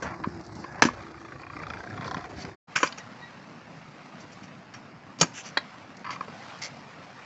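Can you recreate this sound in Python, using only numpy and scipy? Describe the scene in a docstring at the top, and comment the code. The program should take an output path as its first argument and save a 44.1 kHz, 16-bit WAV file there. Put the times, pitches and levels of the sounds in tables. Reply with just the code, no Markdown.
"""Stunt scooters at a concrete skatepark

Two scenes, parted by a short silence. First a rider jumps out of a bowl, lands hard and rolls close
past the microphone, the flat spot of one wheel ticking at every turn. Then riders roll
farther off on a ramp: decks clack down, loose parts rattle, wheels scuff and squeak.
Blows ring deck, frame and steel parts; grit under the wheels makes the roar of rolling."""
import sys
import numpy as np
from scipy import signal
from scipy.fft import rfft, irfft
from scipy.io import wavfile
from scipy.ndimage import uniform_filter1d

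SR = 44100
rng = np.random.default_rng(int(sys.argv[2]) if len(sys.argv) > 2 else 0)


def unload_wav(signal):
    """Save mono or channel-first audio to the path in sys.argv[1] as 16-bit WAV at rate SR, clipped to [-1, 1]."""
    wavfile.write(
        sys.argv[1],
        SR,
        np.round(np.clip(np.atleast_2d(signal).T, -1, 1) * 32767).astype(np.int16),
    )


N = 319725
ATTACK = 441  # a hit's level is set over its first 10 ms, given here in samples
# The gap between the close pass and the far ramp: start and end in seconds.
SILENCE_S = (2.558, 2.672)


def clacks():
    """Wheel and deck hit the concrete, then come down once more, more lightly."""
    # Each row: time in seconds, thud, knock and metal rattle in dB, t60 in seconds, rattle pitch in Hz.
    landings = [(0.023, -34.5, -34, -44, 0.13, 5800), (.237, -57, -35, -53, 0.055, 4240),
                (0.242, -44, -27, -57, 0.047, 3700), (0.641, -45, -36, -55.5, 0.035, 4670),
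                (0.745, -49, -46.5, -70, 0.024, 4600), (0.795, -51, -41, -59, .03, 4700),
                (0.821, -15.5, -10, -18, 0.015, 5270), (0.8242, -22.5, -18, -22, 0.029, 5360),
                (0.8497, -34.5, -26.5, -32, 0.098, 5500), (0.886, -38, -26.5, -53, 0.018, 5170),
                (2.167, -36, -38, -54, 0.032, 4830), (2.4492, -45, -41.5, -48.5, 0.039, 4700),
                (2.755, -48, -34, -48, 0.034, 5500), (2.76, -39, -20.5, -33, 0.028, 5440),
                (2.777, -47, -30, -41, .02, 5900), (2.801, -45, -35, -44, 0.35, 6500),
                (2.8295, -24.5, -17, -30, 0.056, 6200), (2.873, -69, -40, -37.5, 0.018, 4750),
                (2.924, -67, -46, -41, 0.032, 3930), (2.975, -52, -45, -52, .07, 5550),
                (2.983, -47, -43.5, -43.5, 0.042, 5840), (4.7375, -72, -45, -49, 0.13, 5600),
                (5.187, -53, -60, -46, 0.083, 5560), (5.199, -43.5, -48, -36.5, 0.098, 5400),
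                (5.2114, -22.5, -23.5, -15.5, 0.031, 6270), (5.2164, -28.5, -23, -20.5, 0.031, 6800),
                (5.228, -31.5, -25, -33, 0.045, 5570), (5.2408, -33, -42, -52, 0.027, 5260),
                (6.044, -57, -38.5, -53.5, 0.1, 4560), (6.063, -53, -37.5, -52.5, 0.16, 4430),
                (6.091, -56, -34, -57, 0.089, 4640), (6.105, -48, -37, -41.5, 0.074, 4800),
                (6.123, -60, -43, -57, 0.22, 5330), (6.159, -55, -38, -56, 0.03, 4700),
                (6.2078, -43, -29, -53, 0.015, 4430), (6.281, -42.5, -44, -62.5, 0.048, 4730)]
    # Modes of fork, clamp and bar, near scooter and far. Each row: pitch and width in Hz, gain in dB.
    near_frame = [(1050, 150, -0.5), (1330, 150, 4.5), (1587, 220, 9), (2156, 120, 0.5), (2420, 72, -3),
                  (2470, 29, -13.5), (3020, 160, -5.5), (4160, 470, -7), (4800, 190, -7.5),
                  (5400, 100, -15), (5900, 200, -9), (6050, 550, -4.5), (6700, 150, -8), (7060, 140, 1.5)]
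    far_frame = [(1027, 110, -8), (1296, 60, 2), (1573, 220, -1), (2054, 100, -6.5), (2360, 76, -2.5),
                 (2700, 24, -7), (2960, 250, -10.5), (4490, 130, -7.5), (4710, 88, -1), (5520, 88, -2),
                 (5560, 92, -8.5), (5940, 100, -7), (6430, 270, -5.5), (6750, 120, 2.5)]
    out = np.zeros(N)
    for s, thud_db, knock_db, *metal in landings:
        modes = near_frame if s < SILENCE_S[0] else far_frame
        rebound_db = -12 - 0.48 * max(knock_db - thud_db, 0)  # a glancing blow hardly rebounds
        add(out, s - .0005, blow(modes, thud_db, knock_db, *metal))
        add(out, s + .015, gain_of(rebound_db) * blow(modes, thud_db, knock_db, *metal))
    return out


def blow(modes, thud_db, knock_db, rattle_db, t60, rattle_hz):
    """One blow thuds in the deck, knocks in the frame and rattles the metal parts."""
    # Low modes of the deck. Each row: pitch and width in Hz, gain in dB.
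    deck_modes = [(159.4, 18, 1), (253, 26, 3), (350, 260, -7), (550, 66, -1.5)]
    wheel_hz, usual_rattle_hz = 1093, 5060
    t = np.arange(SR // 5) / SR
    force = contact(t, t60, chatter=0.28, bounce_s=.0028, bounce=-0.38) * np.minimum(t / 0.0011, 1)
    # grip and load shift the modes a little from blow to blow
    shifts = 1 + 0.018 * rng.standard_normal(len(modes))
    shifted = [(hz * shift, width, db) for (hz, width, db), shift in zip(modes, shifts)]
    frame = ring(force, shifted, dead_db=-13.5)
    thud = band(ring(force, deck_modes, dead_db=0), 130, 700)
    # a soft blow rings the wheel's hollow note; a hard one that rattles excites every mode
    note = band(force, 0.902 * wheel_hz, 1.15 * wheel_hz, order=2)
    hardness_db = min(1.34 * (rattle_db - knock_db) + 18.5, 14)
    top_hz = 2530 * (rattle_hz / usual_rattle_hz) ** 0.41  # a higher rattle also knocks brighter
    knock = band(note + gain_of(hardness_db) * frame, 800, top_hz, order=4)
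    rattle = band(ring(frame, [(rattle_hz, 600, 0)], dead_db=-0.5), 2800, max(1.18 * rattle_hz, 4500))
    parts = [(thud_db, thud), (knock_db, knock), (rattle_db, rattle)]
    return sum(gain_of(db) * unit_rms(part, ATTACK) for db, part in parts)


def thumps():
    """At landings and bumps the loaded deck flexes for a few low cycles."""
    # Each row: start in seconds, pitch in Hz, level in dB, swell time in seconds.
    flexes = [(0.272, 225, -16, 0.0014), (0.8228, 136, -25, 0.0056), (0.8517, 273, -10, 0.0018),
              (0.864, 238, -21.5, 0.0059), (1.994, 150, -25, 0.0018), (2.169, 167, -32, 0.0024),
              (2.444, 171, -30, 0.0024), (2.8337, 513, -24, 0.0026), (4.144, 190, -39, 0.0034),
              (4.242, 250, -37, 0.0015), (4.419, 222, -36.5, 0.003), (4.438, 170, -38, 0.0033),
              (5.2122, 165, -18, 0.007), (5.214, 55, -27, 0.006)]
    out, t = np.zeros(N), np.arange(SR // 8) / SR
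    for s, hz, db, swell_s in flexes:
        envelope = t / swell_s * np.exp(1 - t / swell_s)
        add(out, s, gain_of(db) * envelope * np.sin(2 * np.pi * hz * t))
    return band(out, 92.5, 3000)  # the small deck radiates little deep bass


def slaps():
    """The deck slaps down flat with a dry, hollow clack: a dull edge first, the hard plate just after."""
    # Each row: start in seconds, level in dB, top edge in Hz.
    hits = [(5.5713, -20.5, 2320), (5.5742, -23, 4800)]
    # Modes of the hollow deck. Each row: pitch and width in Hz, gain in dB.
    hollow_modes = [(303, 120, -7), (585, 30, 1.5), (1050, 320, 1.5), (1520, 540, 1), (1930, 410, 1),
                    (3360, 220, 2.5), (4000, 300, 12), (4580, 98, -12), (7060, 750, 1)]
    out, t = np.zeros(N), np.arange(SR // 5) / SR
    for s, db, top_hz in hits:
        force = gain_of(-17.5) * rng.standard_normal(len(t)) * gain_of(-60 * t / 0.043)  # brief shudder
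        add(force, 0, np.ones(1))
        add(force, .0008, np.array([-.8]))
        body = band(ring(force, hollow_modes, dead_db=-24), 250, top_hz, order=4)
        add(out, s, gain_of(db) * unit_rms(body, ATTACK))
    return out


def ticks():
    """Close by, a flat spot double-taps once a turn, ringing the wheel and shaking the axle."""
    # Speed of the wheel. Each row: time in seconds, turns per second.
    wheel_speed = [(1.005, 34), (1.055, 34), (1.07, 25.5), (1.22, 28.4), (1.41, 26), (1.45, 30.6),
                   (1.65, 29.4), (1.8, 29.4), (1.95, 28.7), (2.25, 31.4)]
    # The taps change as the rider nears and leans.
    # Each row: time in seconds, knock and axle rattle in relative dB, note and top edge in Hz.
    tap_curve = [(1.0, -40.5, -52.5, 1220, 2300), (1.1, -45, -69, 1220, 2180),
                 (1.2, -41.5, -61, 1230, 2500), (1.42, -40.5, -77, 1120, 2550),
                 (1.53, -36, -70, 1170, 2460), (1.6, -38, -66, 1190, 2390),
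                 (1.69, -29.5, -39.5, 1270, 2490), (1.76, -36, -55, 1530, 2370),
                 (1.84, -37, -57.5, 1600, 2240), (1.91, -39, -63, 1630, 2220),
                 (1.945, -46.5, -56, 1290, 2250), (1.977, -35.5, -50, 1140, 2410),
                 (2.045, -38, -45.5, 1030, 2260), (2.08, -28, -42.5, 1010, 1820),
                 (2.148, -27.5, -40, 1020, 1950), (2.18, -45, -52, 1010, 1920),
                 (2.245, -32, -47, 1065, 2380)]
    # Modes of the wheel in its fork, and of the axle. Each row: pitch and width in Hz, gain in dB.
    wheel_modes = [(750, 68, -0.5), (1380, 200, -3), (1870, 700, -8.5), (2380, 100, -0.5)]
    axle_modes = [(3370, 370, 5.5), (4400, 180, -8), (4970, 120, -7), (5880, 880, -2)]
    scatter_db = 1.8
    out, t = np.zeros(N), np.arange(SR // 12) / SR
    turns = np.cumsum(np.interp(np.arange(N) / SR, *np.transpose(wheel_speed), left=0, right=0)) / SR
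    times, *columns = np.transpose(tap_curve)
    for s in np.flatnonzero(np.diff(np.ceil(turns))) / SR:
        knock_db, rattle_db, note_hz, top_hz = (np.interp(s, times, column) for column in columns)
        force = contact(t, t60=0.025, chatter=0.17, bounce_s=.0035, bounce=0.9)
        modes = [(note_hz, 115, 4), *wheel_modes]
        # passing through wheel and then fork deepens the valleys between modes
        wheel = ring(force, modes, dead_db=-19)
        knock = band(ring(wheel, modes, dead_db=5), 640, top_hz, order=8)
        rattle = band(ring(force, axle_modes, dead_db=-14), 3370, 5600)
        tap = gain_of(knock_db) * unit_rms(knock, ATTACK) + gain_of(rattle_db) * unit_rms(rattle, ATTACK)
        add(out, s - .0005, gain_of(scatter_db * rng.standard_normal()) * tap)
    return gain_of(-3.5) * out


def scuffs():
    """Wheels and soles slide over grit: sharp hiss from the steel, a lower ringing rasp from the wheel."""
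    # Each row: start, rise and fall in seconds, level in dB, rasp against hiss in dB,
    # rasp pitch, rasp width and hiss pitch in Hz.
    slides = [(.035, 0.034, 0.053, -56.5, 12, 1730, 600, 5200),
              (.43, 0.017, 0.023, -53, -17, 2200, 600, 4870), (.585, .02, 0.054, -52, -15, 2200, 600, 5130),
              (2.04, 0.034, .035, -48, -19, 2200, 600, 4500),
              (2.34, 0.088, 0.017, -45.5, -3, 2170, 600, 5000),
              (2.753, 0.0086, 0.047, -33, 4, 2190, 500, 5860),
              (2.839, 0.021, 0.042, -39, 0, 2500, 800, 5700),
              (4.195, 0.014, 0.027, -53, -4, 2200, 600, 5600),
              (4.315, .015, 0.024, -54, -4, 2600, 600, 5460),
              (4.425, 0.01, 0.037, -54.5, 2, 2190, 600, 5700),
              (5.329, 0.051, 0.054, -41.5, 1.5, 2630, 950, 6300),
              (5.43, 0.03, 0.057, -45, -1.5, 2930, 900, 5650),
              (6.105, 0.022, 0.044, -50.5, 9, 2100, 350, 5400),
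              (6.614, 0.0071, 0.074, -35.5, -2, 2100, 230, 5360)]
    # Modes of the steel parts. Each row: pitch and width in Hz, gain in dB.
    steel_modes = [(4590, 150, 1), (6200, 770, 0), (7170, 250, 7.5)]
    out, t = np.zeros(N), np.arange(SR // 5) / SR
    drive = mottle(grit(grain_db=3), patchy_db=2)
    for s, rise, fall, db, rasp_db, rasp_hz, width_hz, hiss_hz in slides:
        tear = drive[round(s * SR):][:len(t)]
        steel = ring(tear, steel_modes, dead_db=-2.5)
        hiss = unit_rms(band(steel, 0.82 * hiss_hz, 1.11 * hiss_hz, order=2))
        rasp = unit_rms(ring(band(tear, 1150, 3200), [(rasp_hz, width_hz, 0)], dead_db=-10.5))
        pressure = np.interp(t, [0, rise, rise + fall], [0, 1, 0]) ** 1.03
        add(out, s, gain_of(db) * pressure * (hiss + gain_of(rasp_db) * rasp))
    return out


def squeaks():
    """A wheel sticks and slips fast enough to give a wavering note and its octave."""
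    # Each row: start and length in seconds, pitch in Hz, level in dB.
    slips = [(2.989, 0.038, 1905, -46.5), (3.205, 0.067, 1913, -43.5), (3.249, 0.055, 1935, -52)]
    out, waver = np.zeros(N), wander(120)
    for s, length, hz, db in slips:
        pitch = hz * (1 + 0.0072 * waver[round(s * SR):][:round(length * SR)])
        phase = 2 * np.pi * np.cumsum(pitch) / SR
        note = unit_rms(np.sin(phase) + gain_of(-10) * np.sin(2 * phase))
        add(out, s, gain_of(db) * note * np.hanning(len(note)))
    return out


def close_roll():
    """Wheels roll down in the bowl, then, from the landing on, right past the microphone."""
    # Roar in the bowl and on the pass. Each row: time in seconds, relative level in dB.
    bowl_roar = [(0, -48.5), (.06, -33), (.13, -41.5), (.29, -46.5), (.38, -44.5), (.52, -49.5), (.68, -46),
                 (.8, -40.5)]
    pass_roar = [(.9, -45.5), (1.08, -48), (1.3, -49), (1.5, -50), (1.7, -43), (1.85, -45), (2.02, -43.5),
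                 (2.15, -44.5), (2.3, -45), (2.5, -44.5)]
    # Colour of each. Each row: frequency in Hz, gain in dB.
    bowl_colour = [(25, -28), (48, -24.5), (70, -2), (165, -0.5), (260, -5), (450, -9), (650, -3.5),
                   (850, -3), (1250, -6.5), (2100, -12.5), (3100, -27.5), (4800, -16), (7500, -27.5)]
    pass_colour = [(25, -25.5), (48, -19.5), (68, 2.5), (140, 4), (215, -2), (330, 0), (450, -6), (720, -7),
                   (1300, -9.5), (2000, -12.5), (2450, -16.5), (3000, -28.5), (4800, -25), (7500, -36)]
    landing_s = .825
    bowl = rolling(bowl_roar, bowl_colour, rumble_db=-43.5, rumble_slope=0.073,
                   hiss_db=-59, hiss_slope=-0.16, grain_db=2.5, flutter_db=1.5, patchy_db=2.5)
    passing = rolling(pass_roar, pass_colour, rumble_db=-44, rumble_slope=1.15,
                      hiss_db=-58, hiss_slope=0.81, grain_db=3, flutter_db=1.44, patchy_db=2.5)
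    return np.where(np.arange(N) / SR < landing_s, bowl, passing)


def far_roll():
    """Wheels roll on the ramp farther off, with a lull while the rider is in the air."""
    # Each row: time in seconds, relative level in dB.
    ramp_roar = [(2.7, -47), (2.95, -47), (3.55, -49.5), (4.25, -48), (4.45, -48), (4.6, -50.5),
                 (4.82, -50), (4.99, -52), (5.13, -50), (5.3, -48), (5.55, -46.5), (5.95, -49.5),
                 (6.2, -48), (6.5, -43.5), (6.85, -48), (7.25, -47)]
    # Each row: frequency in Hz, gain in dB.
    ramp_colour = [(25, -19.5), (60, -22.5), (110, 0.5), (175, 3.5), (250, 1.5), (400, -9.5), (700, -4),
                   (1100, -6.5), (2200, -11), (3500, -19), (5000, -19), (7500, -30)]
    return rolling(ramp_roar, ramp_colour, rumble_db=-49.5, rumble_slope=.05,
                   hiss_db=-56, hiss_slope=1.44, grain_db=0.5, flutter_db=0.56, patchy_db=2)


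def rolling(roar, colour, rumble_db, rumble_slope, hiss_db, hiss_slope, grain_db, flutter_db, patchy_db):
    """Grit drives wheels and deck; rumble and hiss follow the roar by their slopes, in dB per dB."""
    hz, t = np.fft.rfftfreq(N, 1 / SR), np.arange(N) / SR
    colour_hz, colour_db = np.transpose(colour)
    spectrum = rfft(mottle(grit(grain_db), patchy_db))
    spectrum *= gain_of(np.interp(np.log(hz + 1), np.log(colour_hz), colour_db))
    roar_db, usual_db = np.interp(t, *np.transpose(roar)), -46
    bands = [(0, 450, rumble_db + rumble_slope * (roar_db - usual_db)),
             (450, 2900, roar_db),
             (2900, 8500, hiss_db + hiss_slope * (roar_db - usual_db))]
    out, bumps = np.zeros(N), wander(36)
    for lo_hz, hi_hz, db in bands:
        part = unit_rms(irfft(spectrum * (hz >= lo_hz) * (hz < hi_hz), N))
        flutter = bumps + 0.69 * wander(25)  # rough concrete shakes the bands, partly together
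        out += part * gain_of(db - 1.2 + flutter_db * flutter)
    return out


def hums():
    """For a stretch, rolling noise feeds one narrow mode of the scooter, which swells, wavers and fades."""
    # Each row: start and length in seconds, pitch and width in Hz, level in dB.
    stretches = [(.02, 0.73, 332, 43, -47.5), (.62, 0.33, 1690, 160, -52.5), (.9, 0.55, 333.4, 28, -53.5),
                 (1.75, 0.78, 715, 83, -51), (2.27, 0.41, 388, 11, -49.5)]
    out, hz = np.zeros(N), np.fft.rfftfreq(N, 1 / SR)
    drive = rfft(rng.standard_normal(N))
    for s, length, pitch, width, db in stretches:
        humming = irfft(drive / (1 + (2 * (hz - pitch) / width) ** 2), N)
        note = humming[round(s * SR):][:round(length * SR)]
        add(out, s, gain_of(db) * unit_rms(note) * signal.windows.tukey(len(note), .35))
    return out


def flicks():
    """A loose grain snaps under a wheel: a tiny bright tick."""
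    # Each row: start in seconds, level in dB.
    grains = [(.346, -60), (0.411, -56), (.464, -54), (.553, -53), (2.302, -68), (2.334, -65.5),
              (5.968, -54), (5.992, -60), (6.587, -54)]
    out, t = np.zeros(N), np.arange(SR // 20) / SR
    for s, db in grains:
        force = contact(t, t60=0.037, chatter=.3, bounce_s=0.0018, bounce=.5)
        add(out, s, gain_of(db) * unit_rms(band(force, 4000, 6500, order=2), ATTACK))
    return out


def park_echo(x, t60, wet_db):
    """Adds faint, dull scatter from the ramps and walls."""
    t = np.arange(SR // 2) / SR
    echoes = rng.choice([-1., 1.], len(t)) * (rng.random(len(t)) < 2000 / SR) * (t > .008)
    tail = band(echoes * gain_of(-60 * t / t60), 150, 4100, order=1)
    return x + gain_of(wet_db) * signal.fftconvolve(x, tail / np.linalg.norm(tail))[:N]


def contact(t, t60, chatter, bounce_s, bounce):
    """Force of one blow: a hard strike, a quick rebound, and the dying chatter of loose parts."""
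    force = chatter * rng.standard_normal(len(t)) * gain_of(-60 * t / t60)
    force *= gain_of(1.1 * unit_rms(uniform_filter1d(rng.standard_normal(len(t)), 60)))
    add(force, .0006, np.ones(1))
    add(force, bounce_s * rng.uniform(.8, 1.3), np.array([bounce]))
    return force


def ring(force, modes, dead_db):
    """A part rings in its modes, over a share of sound (dead_db) that does not ring."""
    ringing = sum(gain_of(db) * signal.lfilter(*signal.iirpeak(hz, hz / width, SR), force)
                  for hz, width, db in modes)
    return ringing + gain_of(dead_db) * force


def grit(grain_db, per_s=9000):
    """Wheels cross grains of concrete: tiny clicks, more uneven in size as grain_db rises."""
    size = gain_of(grain_db * np.minimum(rng.exponential(1, N), 4))
    return unit_rms(size * rng.standard_normal(N) * (rng.random(N) < per_s / SR))


def mottle(x, patchy_db):
    """The colour shifts at random from one patch of concrete to the next."""
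    spectra = signal.stft(x, nperseg=1024, noverlap=768)[2]
    patches = uniform_filter1d(rng.standard_normal(spectra.T.shape), size=9, axis=0)  # smooth in time
    patches = unit_rms(uniform_filter1d(patches, size=5, axis=1))  # and in frequency
    return signal.istft(spectra * gain_of(patchy_db * patches.T), nperseg=1024, noverlap=768)[1][:N]


def wander(top_hz):
    """Smooth random drift of rms 1."""
    return unit_rms(irfft(rfft(rng.standard_normal(N)) * (np.fft.rfftfreq(N, 1 / SR) < top_hz), N))


def band(x, lo_hz, hi_hz, order=3):
    """Causal band-pass."""
    return signal.sosfilt(signal.butter(order, [lo_hz, hi_hz], "band", fs=SR, output="sos"), x)


def gain_of(db):
    """Decibels to gain."""
    return 10 ** (np.asarray(db) / 20)


def unit_rms(x, size=None):
    """Scales to rms 1, overall or over the first size samples."""
    return x / np.sqrt(np.mean(x[:size] ** 2) + 1e-20)


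def add(mix, s, sound):
    """Mixes a sound in at s seconds."""
    part = mix[max(round(s * SR), 0):][:len(sound)]
    part += sound[:len(part)]


def scene():
    """The bowl, the close pass after the landing, a moment of silence, then the far ramp."""
    t = np.arange(N) / SR
    close, far = close_roll(), far_roll()
    blows = park_echo(clacks() + slaps() + flicks() + ticks() + thumps(), t60=0.24, wet_db=-26.5)
    close += hums()
    events = blows + scuffs() + squeaks()
    fade_out = np.clip((SILENCE_S[0] - t) / 0.056, 0, 1)
    fade_in = np.clip((t - SILENCE_S[1]) / 0.029, 0, 1)
    return ((close + events) * fade_out + (far + events) * fade_in)[None]


def record(dry):
    """A soft limiter rounds off the loudest blows; then the top treble is cut steeply."""
    ceiling, edge_hz = .68, 7650
    rounded = ceiling * np.tanh(dry / ceiling)
    return signal.sosfilt(signal.butter(24, edge_hz, fs=SR, output="sos"), rounded)


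dry = scene()
out = record(dry)
unload_wav(out)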